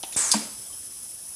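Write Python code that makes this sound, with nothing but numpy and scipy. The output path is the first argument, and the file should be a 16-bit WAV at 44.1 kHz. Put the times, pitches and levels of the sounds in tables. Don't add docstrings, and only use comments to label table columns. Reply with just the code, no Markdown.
import sys
import numpy as np
from scipy import signal
from scipy.fft import rfft, irfft, next_fast_len
from scipy.io import wavfile
from scipy.ndimage import uniform_filter1d, map_coordinates

SR = 44100
rng = np.random.default_rng(int(sys.argv[2]) if len(sys.argv) > 2 else 0)


def inscribe(sig):
    pcm = np.round(np.clip(np.atleast_2d(sig).T, -1, 1) * 32767)
    wavfile.write(sys.argv[1], SR, pcm.astype(np.int16))


def voltage_ratio(decibels):
    exponent = np.asarray(decibels, float) / 20
    return 10 ** exponent


N = 59535
TOP_BAND_HZ = 14550


def unit(x):
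    return x / np.sqrt(np.mean(x ** 2) + 1e-20)


def along(points, hz):
    point_hz, value = np.transpose(points)
    return np.interp(np.log(hz + 1), np.log(point_hz + 1), value)


def wobble(rate_hz):
    knots = rng.standard_normal(int(N * rate_hz / SR) + 4)
    return map_coordinates(knots, [np.arange(N) * rate_hz / SR])


def filtered(x, response):
    size = next_fast_len(N + SR // 2)
    hz = np.fft.rfftfreq(size, 1 / SR)
    return irfft(rfft(x, size) * response(hz), size)[..., :N]


def peaks(table, hz):
    power = 0
    for centre, width, db in table:
        damping = hz * width
        power = power + (voltage_ratio(db) * damping) ** 2 / ((centre ** 2 - hz ** 2) ** 2 + damping ** 2 + 1)
    return np.sqrt(power)


def air(response, patchy_db):
    z = signal.stft(rng.standard_normal(N + 512), nperseg=512)[2]
    field = uniform_filter1d(rng.standard_normal(z.shape), 6, 0)
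    field = uniform_filter1d(field, 8, 1)
    noise = signal.istft(z * voltage_ratio(patchy_db * unit(field)), nperseg=512)[1][:N]
    return unit(filtered(noise, response))


def puff(start_s, rise_s, fall_db_per_s):
    t = np.maximum(np.arange(N) / SR - start_s, 0)
    return (1 - np.exp(-t / rise_s)) * voltage_ratio(-fall_db_per_s * t)


def ring(contacts, modes, rise_s, scatter_db):
    out = np.zeros(N)
    for start_s, contact_db in contacts:
        chance = rng.standard_normal((len(modes), 2))
        t = np.maximum(np.arange(N) / SR - start_s, 0)
        for (hz, mode_db, t60_s), (luck, phase) in zip(modes, chance):
            gain = voltage_ratio(contact_db) * voltage_ratio(mode_db + scatter_db * luck)
            wave = np.sin(2 * np.pi * hz * t + phase * bool(scatter_db))
            out += gain * puff(start_s, rise_s, 60 / t60_s) * wave
    return out


def leaks():
    # hz, level_db
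    leak_spectrum = [(1470, -64), (2500, -21.5), (4380, -18.5), (5310, -12), (7330, -15), (10100, -3),
                     (12300, -15), (13800, -19), (15700, -41)]
    # centre_hz, width_hz, level_db
    leak_port = [(9995, 650, 8), (11500, 270, -5), (6000, 890, 3), (13100, 1200, 1), (15400, 440, 1)]
    # centre_hz, width_hz, level_db
    bleed_port = [(5213, 51, 4.5), (7790, 124, 5.5), (8400, 80, -2), (6350, 93, -4.5), (6000, 57, -5),
                  (3300, 500, -13)]
    # hz, level_db
    shop_spectrum = [(15, -35), (25, -7), (54, -4.5), (300, -5.5), (395, -9.5), (478, -9), (763, -11.5),
                     (4000, -17.5), (5200, -38), (8800, -120)]

    def leak_response(hz):
        band = (hz > 2000) * (hz < 15750)
        return voltage_ratio(along(leak_spectrum, hz)) * band * (1 + peaks(leak_port, hz))

    def shop_response(hz):
        return voltage_ratio(along(shop_spectrum, hz)) * (hz > 30) / (1 + (hz / 4000) ** 4)

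    leak = air(leak_response, patchy_db=1.0)
    bleed = air(lambda hz: peaks(bleed_port, hz) * (hz < TOP_BAND_HZ), patchy_db=0.3)
    bleed = bleed * puff(0.27, rise_s=0.028, fall_db_per_s=9.5)
    shop = air(shop_response, patchy_db=2.0)
    flutter_db = 0.24 * wobble(6.3) + 0.74 * wobble(60.1) + 0.62 * wobble(300)
    return voltage_ratio(-39 + flutter_db) * leak + voltage_ratio(-43.5) * bleed + voltage_ratio(-57 + 0.75 * wobble(7.7)) * shop


def tick(start_s, level_db, centre_hz, t60_s, relative_width):
    resonance = [(centre_hz, relative_width * centre_hz, 0)]
    scrape = air(lambda hz: peaks(resonance, hz) ** 2 * (hz < TOP_BAND_HZ), patchy_db=0.0)
    return voltage_ratio(level_db) * scrape * puff(start_s, 0.00034, 60 / t60_s)


def switches():
    # start_s, level_db, centre_hz, t60_s
    pedal = [(.030, -29, 5970, 0.013), (0.03, -36, 3170, 0.022), (0.0344, -26, 3500, 0.023),
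             (0.0353, -37, 814, 0.048), (0.0357, -37.5, 338, 0.037), (0.038, -37.5, 2770, 0.056),
             (0.038, -40.5, 5270, 0.045), (0.047, -43, 2770, 0.061)]
    # start_s, level_db, centre_hz, t60_s
    valve = [(0.1233, -33.5, 7100, 0.061), (0.1238, -43.5, 2410, 0.12), (0.132, -43, 4200, 0.097),
             (.139, -36, 6500, 0.048), (0.1485, -33, 5900, 0.03)]
    # start_s, level_db, centre_hz, t60_s
    settle = [(.655, -56, 3300, 0.14), (.697, -55, 1100, 0.14), (0.726, -50, 3200, .1)]
    # start_s, level_db
    valve_blows = [
        (.128, -39.5),
        (.137, -44),
        (.1475, -31),
    ]
    # hz, level_db, t60_s
    armature = [(3590, 1.5, 0.038)]
    ticks = sum(tick(*row, 0.45) for row in pedal + valve)
    ticks = ticks + sum(tick(*row, 0.11) for row in settle)
    return ticks + ring(valve_blows, armature, 0.001, scatter_db=1.5)


def vent():
    # hz, level_db
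    jet_spectrum = [(120, -53), (200, -18.5), (600, -14.5), (1110, -14), (2230, -14), (2700, -20),
                    (5500, -8), (8200, 2), (10300, -9), (11500, -22.5), (14300, -33)]
    # centre_hz, width_hz, level_db
    pipe_modes = [(1080, 300, -1), (1607, 300, -4), (2300, 400, -5)]
    # time_s, pitch_hz
    glide = [(.165, 9030), (.171, 8950), (.176, 8450), (.19, 8230), (.21, 7700), (.308, 5580)]
    start_s, end_s, rise_s = 0.1638, 0.352, 0.0016
    t = np.arange(N) / SR
    shut = np.exp(-np.maximum(t - end_s, 0) / 0.018)

    jet = air(lambda hz: voltage_ratio(along(jet_spectrum, hz)) * (hz < TOP_BAND_HZ), patchy_db=0.5)
    jet = voltage_ratio(-23 + 0.79 * wobble(198.8)) * jet * puff(start_s, rise_s, fall_db_per_s=52)
    pipe = air(lambda hz: peaks(pipe_modes, hz) * (hz < TOP_BAND_HZ), patchy_db=0.5)
    pipe = voltage_ratio(-37) * pipe * puff(start_s, 0.006, fall_db_per_s=40)

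    glide_s, glide_hz = np.transpose(glide)
    pitch_hz = np.interp(t, glide_s, glide_hz) + 60 * wobble(150)
    phase = 2 * np.pi * np.cumsum(pitch_hz) / SR
    in_phase = 0.9 + 0.28 * wobble(300)
    quadrature = 0.28 * wobble(300)
    tone = in_phase * np.cos(phase) + quadrature * np.sin(phase)
    whistle = voltage_ratio(-22) * np.sqrt(2) * tone * puff(start_s, rise_s, fall_db_per_s=100)

    pop_s = 0.1636
    u = np.maximum(t - pop_s, 0) / 0.0012
    pop = voltage_ratio(-22) * u * (2 - u) * np.exp(-u)
    suck = voltage_ratio(-23.5) * np.exp(-((t - pop_s + 0.00043) / 0.0002) ** 2)
    return (jet + pipe + whistle) * shut + pop - suck


def arm():
    # start_s, level_db
    bounces = [(.3146, -11.5), (.3165, -8.5), (.3222, -11.5), (.329, -23), (.338, -18.5), (.347, -24)]
    # hz, level_db, t60_s
    steel = [(3570, -9.5, 0.089), (4120, -10, 0.12), (4692, 0.5, 0.07), (4890, 0, 0.054), (5300, -6, 0.068),
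             (6410, 2, 0.036), (6900, -5, .05), (7310, -8, 0.052), (7580, 0, 0.039), (8160, -3, .05),
             (8970, -6, .06), (9600, -3, 0.055), (10100, -1.5, 0.031), (12100, -18, .03)]
    # hz, level_db
    rattle_spectrum = [(1200, -35), (2600, -21), (3900, -16), (4730, -3), (5880, -11.5), (8000, -5),
                       (10300, -6.5), (11600, -24), (16000, -50)]
    rattle = air(lambda hz: voltage_ratio(along(rattle_spectrum, hz)), patchy_db=1.0)
    shake = sum(voltage_ratio(db - 3 - 3.5) * puff(s, 0.00026, 60 / 0.033) for s, db in bounces)
    return voltage_ratio(-10.5) * ring(bounces, steel, 0.00035, scatter_db=0.5) + rattle * shake


def thud():
    # hz, level_db, t60_s
    arm_modes = [(599, 4.5, 0.038), (693, 7.5, 0.024), (855, -0.5, 0.032), (939, 10.5, 0.028),
                 (1112, 3.5, 0.032), (1547, 0.5, 0.039)]
    # hz, level_db, t60_s
    frame_modes = [(214, 4, 0.15), (293.5, -6, 0.2), (251.4, -19, 0.41), (218, -17, 0.5), (153, -27, 0.49)]
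    # hz, level_db
    panel_spectrum = [(250, -40), (330, -4.5), (600, -5.5), (1100, -6), (1800, -9), (4000, -10.5),
                      (8400, -11.5), (12000, -25), (15000, -55)]
    start_s, level_db = 0.339, -19.5
    panels = air(lambda hz: voltage_ratio(along(panel_spectrum, hz)), patchy_db=2.0)
    shudder = voltage_ratio(-28.5 + 1.4 * wobble(120)) * panels * puff(start_s - 0.008, 0.0038, 60 / 0.49)
    arm_blow = ring([(start_s, level_db)], arm_modes, 0.0045, scatter_db=0.5)
    frame_blow = ring([(start_s + 0.00465, level_db)], frame_modes, 0.0095, scatter_db=0)
    return arm_blow + frame_blow + shudder


def hall(x):
    # hz, t60_s
    decay = [(150, .7), (1000, 0.76), (3000, 0.55), (8000, 0.49), (14000, 0.27)]
    hz, t, z = signal.stft(rng.standard_normal(SR), SR, nperseg=256)
    t60_s = along(decay, hz)[:, None]
    tail = signal.istft(z * voltage_ratio(-60 * t / t60_s), SR, nperseg=256)[1]
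    delayed = np.pad(x, (round(0.008 * SR), 0))
    return signal.fftconvolve(delayed, tail / np.linalg.norm(tail))[:N]


def scene():
    machine = switches() + vent() + arm()
    blow = thud()
    echo = voltage_ratio(-10.5) * hall(machine + voltage_ratio(-8.5) * blow)
    return (machine + blow + echo + leaks())[None]


def band_limit(x):
    return signal.sosfilt(signal.butter(12, 16480, fs=SR, output="sos"), x)


def record(dry):
    def microphone(hz):
        r = hz / 40
        low_cut = r ** 2 / (1 + 1.1j * r - r ** 2)
        return (hz < 16400) * low_cut ** 2

    def power(v):
        return np.abs(uniform_filter1d(v ** 2, size=1024))

    x = filtered(dry, microphone)
    top = filtered(x, lambda hz: hz > TOP_BAND_HZ)
    is_weak = power(top) < voltage_ratio(2 * -43.5) * power(x)
    weak = uniform_filter1d(1.0 * is_weak, size=256)
    return band_limit(x - weak * top)


dry = scene()
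out = record(dry)
inscribe(out)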